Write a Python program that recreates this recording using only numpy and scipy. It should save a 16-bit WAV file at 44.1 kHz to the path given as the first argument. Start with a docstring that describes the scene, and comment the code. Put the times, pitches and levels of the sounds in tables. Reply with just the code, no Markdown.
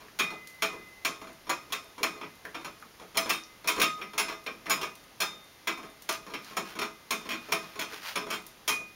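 """Dog licking a steel bowl

A dog licks an empty steel bowl that sits loosely in a wire stand on a wooden floor, in a living room.
About twice a second the tongue shoves the bowl against the stand (a clink); then it drops back and rattles.
A bouncing force drives the bowl's damped modes and the diffuse room; harder blows are brighter.
Soft pushes frame the blows. Saliva pops and ticks, drag noise swishes, and the rim sometimes rings on."""
import sys
import numpy as np
from scipy import signal
from scipy.fft import rfft, irfft, next_fast_len
from scipy.io import wavfile

SR = 44100
rng = np.random.default_rng(int(sys.argv[2]) if len(sys.argv) > 2 else 0)


def write(x):
    x = np.atleast_2d(x).T
    wavfile.write(sys.argv[1], SR, np.round(np.clip(x, -1, 1) * 32767).astype(np.int16))


N = 394694
AGE = np.arange(int(.55 * SR)) / SR  # time since a contact (s)

# Bands that colour a contact (knock, body, clank, clink, sparkle): low edge f/Hz, high edge f/Hz
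BANDS = [(150, 550), (550, 1600), (1600, 4500), (4500, 7700), (8300, 15500)]
# The tongue pushes and the bowl strikes the stand; levels precede the layer gain:
# t/s, level/dB, brightness/(dB per octave), hollowness/dB, chatter length/s, lead of the push/s
CLINKS = [(0.189, -30, 1, -1, 0.014, 0.000042), (.196, -25, -1.8, -4.5, 0.0053, 0.000027),
          (.622, -24, -1.05, -1, 0.022, 0.001), (1.049, -25.5, 0.1, -1, 0.013, 0.0012),
          (1.494, -26.5, -0.5, 4.5, 0.019, .026), (1.723, -30.5, 1.3, -0.5, 0.015, .02),
          (2.031, -23.5, -0.96, 0, 0.0052, .051), (2.545, -37.5, -1.3, -1.5, 0.0098, 0.00058),
          (3.171, -24.5, 1.8, 0, 0.013, 0.024), (3.674, -23, 0.6, -0.5, 0.021, .03),
          (4.179, -24, 0.85, 1, 0.027, .045), (4.463, -34, -2, -5.5, 0.0057, 0.00025),
          (4.697, -22.5, 0.4, 2, 0.036, .039), (5.203, -26, 1, 1.5, 0.025, 0.0017),
          (5.672, -26.5, -1.5, -2.5, 0.021, 0), (6.09, -28.5, 1, 5, 0.0042, 0),
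          (6.568, -29, 0, 4.5, 0.009, 0.06), (7.107, -27, 0.95, 1, 0.018, 0.00077),
          (7.521, -24, -0.24, .5, 0.01, .035), (8.156, -28.5, -.4, -0.5, 0.021, 0.00023),
          (8.678, -25.5, 2, 3.5, 0.028, 0.00034)]
# The bowl drops back and rattles; levels precede the layer gain:
# t/s, level/dB, brightness/(dB per octave), hollowness/dB, chatter length/s
RATTLES = [(2.213, -39, -3.3, -3.5, 0.03), (2.646, -37.5, 0.7, 3, 0.027), (3.294, -24, 0.56, 0, 0.056),
           (3.798, -23, -0.2, -3, 0.045), (3.816, -23.5, 1.1, -1.5, 0.027),
           (4.014, -36.5, -2.2, -6.5, 0.016), (4.283, -35, -0.5, 0, 0.054), (4.813, -30.5, -0.5, 1, 0.035),
           (6.337, -34, -1.1, -3.5, 0.02), (6.789, -29, -0.5, 0.5, 0.059), (7.29, -31, -0.1, -5, 0.051),
           (7.792, -30.5, 1, -0.5, 0.044), (8.303, -29.5, 0.2, 1, 0.055)]
# Relative spectrum of the bowl's dense overtones in the room: f/Hz, density/(dB per Hz)
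CLATTER = [(71, -45), (120, -12), (170, -1), (325, 2), (541, -5), (662, -4.5), (829, -8.5), (1220, -0.5),
           (1910, -4), (2390, 6.5), (2920, -6), (3240, -4), (5380, -20.5), (8080, -19), (10500, -23),
           (15500, -18.5)]


def amp(db):
    """Level definition: decibels to an amplitude ratio."""
    return 10 ** (np.asarray(db) / 20)


def unit(x):
    """Normalisation: scale to a root-mean-square value of 1."""
    return x / np.sqrt(np.mean(x ** 2) + 1e-20)


def along(points, hz):
    """Logarithmic interpolation: read (f/Hz, value) points on a log frequency axis."""
    f, v = np.transpose(points)
    return np.interp(np.log(hz + 1), np.log(f + 1), v)


def filtered(x, gain):
    """Linear filtering: multiply the spectrum by a gain that depends on frequency."""
    m = next_fast_len(len(x) + 4096)
    return irfft(rfft(x, m) * gain(np.fft.rfftfreq(m, 1 / SR)), m)[:len(x)]


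def add(out, s, x):
    """Superposition: mix x into out, starting at time s."""
    i = int(np.clip(round(s * SR), 0, N - 1))
    out[i:i + len(x)] += x[:N - i]


def room_tone(level_db):
    """Stationary noise: random pressure with a fixed spectrum is the steady hush of the room."""
    # Relative spectrum of the hush: f/Hz, density/(dB per Hz)
    air = [(15, -30), (25, 4.5), (313, 4), (782, 1.5), (1240, 2.5), (1340, 0), (2010, -0.5), (2850, -2),
           (5580, -5), (6730, -6), (7910, -12.5), (10100, -9), (15500, -13)]
    hush = filtered(rng.standard_normal(N), lambda f: amp(along(air, f)))
    return amp(level_db) * unit(hush)


def wash(spectrum, build_cycles):
    """Diffuse field: each frequency builds over a time set in cycles, then decays at the room's rate."""
    # Reverberation of the room: f/Hz, t60/s
    room = [(150, 0.48), (400, 0.21), (1000, 0.26), (2800, 0.21), (7000, 0.33), (15000, 0.16)]
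    hz, t, z = signal.stft(rng.standard_normal(len(AGE)), SR, nperseg=256)
    build = 1 - np.exp(-(t + 0.001) * (hz[:, None] + 1) / build_cycles)
    decay = amp(-60 * t / along(room, hz)[:, None])
    tail = signal.istft(z * build * decay, SR, nperseg=256)[1][:len(AGE)]
    return unit(filtered(tail, lambda f: amp(along(spectrum, f))))


def peels(spread_s, spread_db, spread_octaves, width):
    """Film rupture: the tongue peels off after each clink, with one tick of slightly random time and pitch."""
    delay_s, level_db, pitch_hz = .29, -35, 10000  # level before the layer gain
    chance = rng.standard_normal((len(CLINKS), 3))
    ticks = []
    for (s, *_), (a, b, c) in zip(CLINKS, chance):
        when = s + delay_s + spread_s * a
        if when < N / SR:
            ticks.append((when, level_db + spread_db * b, pitch_hz * 2 ** (spread_octaves * c), width))
    return ticks


def tongue(tick_db, wet_db, life):
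    """Film rupture and friction: saliva films snap in short ticks; the dragging tongue gives a grainy swish."""
    # Loudest wet ticks and pops, before the layer gain: t/s, peak level/dB, pitch f/Hz, width/octaves
    loud_ticks = [(.084, -28.5, 1686, 0.47), (.473, -21.5, 6040, 2.3), (2.453, -16.5, 1700, 0.28),
                  (2.825, -25, 1270, 0.29), (3.437, -22, 5560, 0.16), (4.667, -16, 1950, 0.43),
                  (4.954, -21.5, 6000, 3.1), (6.022, -22.5, 5800, 5), (6.126, -14, 4500, 1.5),
                  (6.446, -24, 4500, .75), (8.466, -20, 11100, 3.2)]
    # The tongue drags over the steel: middle t/s, half length/s, level/dB
    swishes = [(6.136, 0.037, -39.5), (6.5, 0.077, -50), (6.696, 0.048, -46), (7.232, 0.076, -55),
               (7.44, 0.07, -57), (7.637, 0.2, -51.5), (7.944, 0.042, -42), (8.086, 0.06, -38)]
    out, t = np.zeros(N), np.arange(N) / SR
    for s, db, hz, width in loud_ticks + peels(spread_s=.05, spread_db=0.5, spread_octaves=0.2, width=.7):
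        # a peak at the pitch that falls off on both sides
        colour = [(hz * 2 ** (k * width), -18 * np.log10(1 + 2 * k * k)) for k in range(-6, 7)]
        tick = wash(colour, build_cycles=0.84) * (np.exp(-AGE / life) + amp(wet_db))
        add(out, s, amp(db + tick_db) * tick / np.abs(tick).max())
    drag_colour = [(200, -27), (600, -6.5), (1400, 1), (2600, -1.5), (5000, -6), (9000, -15.5), (15000, -16)]
    grains = rng.standard_normal(N) ** 3  # cubing makes the noise spiky
    drag = unit(filtered(grains, lambda f: amp(along(drag_colour, f))))
    strokes = sum(amp(db) * np.exp(-((t - s) / half) ** 2) for s, half, db in swishes)
    return out + drag * strokes


def pushes():
    """Soft contact: (s, level in each band, chatter s) around each clink, before each rattle, and alone."""
    # The tongue only nudges the bowl, before the layer gain: t/s, level/dB
    nudges = [(.005, -52), (0.304, -42.5), (.725, -48.5), (1.215, -45.5), (1.27, -48.5), (2.449, -50),
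              (2.815, -55.5), (2.998, -48), (3.154, -38), (4.86, -55), (5.775, -45.5), (5.83, -46.5),
              (6.265, -46), (7.913, -49), (8.209, -46.5)]
    # A soft push in each band, knock to sparkle, over its level: level/dB
    nudge_tone = [-5, 1, -7.5, -11, -17]
    push_db = -19.5  # relative to the clink that follows
    slip_s, slip_db = .036, -13  # the bowl slips this long before it rattles, this much softer
    settle_s, settle_db = .105, -27  # it settles this long after a clink, this much softer
    scuff_s = 0.033
    before = [(s - lead, db + push_db) for s, db, *_, lead in CLINKS if lead > 0]
    after = [(s + settle_s, db + settle_db) for s, db, *_ in CLINKS]
    slips = [(s - slip_s, db + slip_db) for s, db, *_ in RATTLES]
    return [(s, db + np.array(nudge_tone), scuff_s) for s, db in before + after + slips + nudges]


def saliva(cycles, spread_octaves, spread_db, room_db, count):
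    """Bubble resonance: tiny bubbles burst as damped sines between tongue and steel during each soft push."""
    pop_db, centre_hz, spread_s = -0.5, 970, .04  # middling level over the push's strongest band
    out, t = np.zeros(N), np.arange(SR // 40) / SR
    for s, levels_db, _ in pushes():
        for when, pitch, size in np.clip(rng.standard_normal((count, 3)), -2, 2):
            hz = np.clip(centre_hz * 2 ** (spread_octaves * pitch), 450, 5000)  # the sizes a bubble can have
            pop = np.exp(-t * hz / cycles) * np.sin(2 * np.pi * hz * t)
            add(out, s + spread_s * abs(when), amp(levels_db.max() + pop_db + spread_db * size) * pop)
    room = wash(CLATTER, build_cycles=0.89)
    return out + amp(room_db) * signal.fftconvolve(out, room / np.linalg.norm(room))[:N]


def rim():
    """Free vibration: each blow rings the rim's modes until the next firm clink damps them; some sing on."""
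    # Modes of the free rim: f/Hz, level relative to the blow/dB, t60/s
    rim_modes = [(660.5, -7.5, 0.18), (1174, -6, 0.17), (1248, -15.5, 0.59), (2058, -33, 3.06),
                 (2492, -11.5, 0.42), (2630, -7, 0.13), (3115, -7.5, 0.16), (3650, -23, 0.34),
                 (4110, -17, 0.14), (5130, -24, 0.29), (5270, -17, .38), (5470, -20, 0.29),
                 (5600, -12, 0.18)]
    # Some blows leave one or more clear pitches singing on: t/s, f/Hz, level/dB
    sings = [(.195, 2039, -44), (.195, 2464, -25.5), (.195, 3687, -31.5), (.622, 2039, -46.5),
             (.622, 660, -27), (.622, 2455, -32), (1.495, 1157, -25), (3.171, 660, -22.5),
             (3.171, 5218, -35), (3.3, 2659, -18.5), (3.32, 3687, -34.5), (3.821, 1248, -26.5),
             (3.82, 3687, -30), (4.179, 5218, -32.5), (4.285, 5490, -42), (4.697, 5081, -28),
             (5.203, 5081, -31.5), (5.672, 2284, -39), (6.331, 5460, -45), (6.789, 5490, -37),
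             (7.29, 2464, -32.5), (8.68, 3150, -23.5), (8.7, 2464, -22.5)]
    scatter_db = -1  # strengths of the rim modes change from blow to blow
    detune = 0.00175  # the tongue's load shifts the pitches by this share from blow to blow
    out, t = np.zeros(N), np.arange(SR) / SR
    stops = [s for s, db, *_ in CLINKS if db > -32]  # only firm clinks damp the rim
    pitches, _, t60s = np.transpose(rim_modes)
    # a singing pitch decays like the listed mode nearest to it
    rings = [(s, hz, db, t60s[np.argmin(abs(pitches - hz))]) for s, hz, db in sings]
    for s, db, *_ in CLINKS + RATTLES:
        chance = rng.standard_normal((len(rim_modes), 2))
        for (hz, mode_db, t60), (size, shift) in zip(rim_modes, chance):
            rings.append((s, hz * (1 + detune * shift), db + mode_db + scatter_db * size, t60))
    for s, hz, db, t60 in rings:
        free = min([stop - s for stop in stops if stop > s + .1], default=np.inf)
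        age = t[t < t60]
        held = np.exp(-np.maximum(age - free, 0) / .02)
        envelope = held * amp(db - 60 * age / t60) * (1 - np.exp(-age / 0.017))
        add(out, s, envelope * np.sin(2 * np.pi * hz * age))
    return out


def steel(scatter_db, rise):
    """Modal synthesis: a sum of damped sines whose strengths change with the point of contact."""
    # Modes of the bowl in its stand: f/Hz, level/dB, t60/s
    bowl = [(327, -8.5, 0.51), (421.7, -4, 0.32), (652, -12.5, 0.47), (997.4, -4, 0.19), (1079, -2.5, 0.23),
            (1221, -6.5, 0.37), (2052, -7.5, 0.34), (2185, -22, 0.18), (2464, -7, 0.25), (2750, -9, 0.28),
            (3165, 1.5, 0.13), (3357, 2.5, 0.072), (3632, -16.5, 0.71), (3640, -8, 0.34),
            (4220, -0.5, 0.11), (5200, -11.5, 0.26), (5330, -6, 0.087), (5570, -2, 0.072),
            (6030, -14.5, 0.26), (6830, -5.5, 0.15), (6520, -8, 0.11), (7400, -18, .3), (8610, -19, 0.21),
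            (9700, -39, 0.71), (10400, -5, 0.074), (10880, -13, 0.24), (13050, -30, 0.29)]
    hz, db, t60 = np.transpose(bowl)[:, :, None].astype(np.float32)  # one row per mode
    size, phase, detune = rng.standard_normal((3, len(bowl), 1)).astype(np.float32)
    t = AGE.astype(np.float32)
    turn = 2 * np.pi * (hz * (1 + 0.0012 * detune) * t + phase)  # the tongue's load shifts the pitches a little
    decay = np.exp(-t * float(np.log(1000)) / t60)
    waves = amp(db + scatter_db * size) * decay * np.sin(turn)
    return unit(waves.sum(0) * (1 - np.exp(-AGE / rise)))


def chatter(length, rate, bounce_db):
    """Repeated impact: one blow, then small uneven bounces that fade over the given length."""
    when, size = rng.random(64), rng.standard_normal(64)
    times = np.cumsum(.3 + 1.4 * when) / rate
    fade = np.exp(-(times / max(length, .002)) ** 4)
    force = np.bincount((times * SR).astype(int), amp(bounce_db) * size * fade)
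    force[0] = 1
    return force


def crack(life):
    """Impact noise: the first hard touch of steel on wire is a few milliseconds of bright noise."""
    burst = rng.standard_normal(len(AGE)) * AGE * np.exp(-AGE / life)
    colour = [(200, -18), (1200, 11.5), (4000, 16.5), (15000, 11.0)]
    return unit(filtered(burst, lambda f: amp(along(colour, f))))


def voiced(x, levels_db):
    """Band equalisation: filter a contact by the gain its first 40 ms need to reach each band's level."""
    head = x[:SR // 25]
    power = 2 * np.abs(rfft(head) / len(head)) ** 2
    hz = np.fft.rfftfreq(len(head), 1 / SR)
    gains = []
    for (lo, hi), db in zip(BANDS, levels_db):
        band_power = power[(hz > lo) & (hz < hi)].sum() + 1e-20
        gains.append((np.sqrt(lo * hi), db - 10 * np.log10(band_power)))
    return filtered(x, lambda f: amp(along(gains, f)))


def blows(table):
    """Impact spectrum: strength, brightness and hollowness set (s, level in each band, chatter s)."""
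    # A blow of middling strength in each band, knock to sparkle; harder blows are brighter:
    # level over the blow's/dB, growth/(dB per dB of strength)
    blow_tone = [(-12, .5), (-0.5, 0.6), (-0.5, 1), (-4.5, 1.2), (-9.5, 1.42)]
    # A hollow blow trades clank for body, in each band: change/(dB per dB of hollowness)
    hollow_tone = [0.48, 1, -0.67, 0.25, 0.077]
    middling_db, pivot_hz = -28, 1790  # brightness tilts the spectrum about the pivot
    tone_db, growth = np.transpose(blow_tone)
    octaves = np.log2(np.sqrt(np.prod(BANDS, axis=1)) / pivot_hz)
    hits = []
    for s, db, bright, hollow, length, *_ in table:
        strength_db = middling_db + tone_db + growth * (db - middling_db)
        hits.append((s, strength_db + bright * octaves + hollow * np.array(hollow_tone), length))
    return hits


def contacts(table, gain_db, ring_db, early_db, crack_db, rate, bounce_db):
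    """Convolution: steel meets wire with a crack, and the bouncing force drives the bowl's modes and the room."""
    # Level of the low knock over time: t/s, level/dB
    knock = [(0, -1), (2, -1.5), (3.2, -0.5), (5.7, -0.5), (6.3, 2), (8.2, 3), (8.7, 1.5)]
    out = np.zeros(N)
    for s, levels_db, length in table:
        early = 1 + amp(early_db) * np.exp(-AGE / 0.0034)  # floor and furniture answer first
        room = early * wash(CLATTER, build_cycles=2.4)
        answer = room + amp(ring_db) * steel(scatter_db=3.5, rise=0.00033)
        hit = unit(signal.fftconvolve(answer, chatter(length, rate, bounce_db))[:len(AGE)])
        knock_db = np.interp(s, *np.transpose(knock)) * np.eye(len(BANDS))[0]  # lowest band only
        add(out, s, voiced(hit + amp(crack_db) * crack(life=0.0047), gain_db + levels_db + knock_db))
    return out


def scene():
    """Superposition: room, tongue and bowl add at one microphone."""
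    hush = room_tone(level_db=-55.06)
    licks = tongue(tick_db=-11.5, wet_db=-11, life=0.0019)
    pops = saliva(cycles=1.14, spread_octaves=0.87, spread_db=4.5, room_db=-0.5, count=6)
    nudges = contacts(pushes(), gain_db=-2.5, ring_db=-2, early_db=-0.5, crack_db=-36, rate=250, bounce_db=-7.5)
    rattles = contacts(blows(RATTLES), gain_db=-7, ring_db=-4, early_db=5.0, crack_db=-15,
                       rate=300, bounce_db=-2.5)
    clinks = contacts(blows(CLINKS), gain_db=-6.0, ring_db=-5.5, early_db=-5, crack_db=-14.0,
                      rate=350, bounce_db=-4.5)
    return (hush + licks + pops + nudges + rim() + rattles + clinks)[None]


def record(dry):
    """Transfer function: the microphone has a narrow treble notch, and the recorder a steep band limit."""
    top_hz = 15850

    def response(f):
        notch = amp(-30 * np.exp(-np.abs((f - 7880) / 190) ** 0.65))
        return notch * np.clip((top_hz - f) / 100, 0, 1)

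    return filtered(dry[0], response)[None]


dry = scene()
out = record(dry)
write(out)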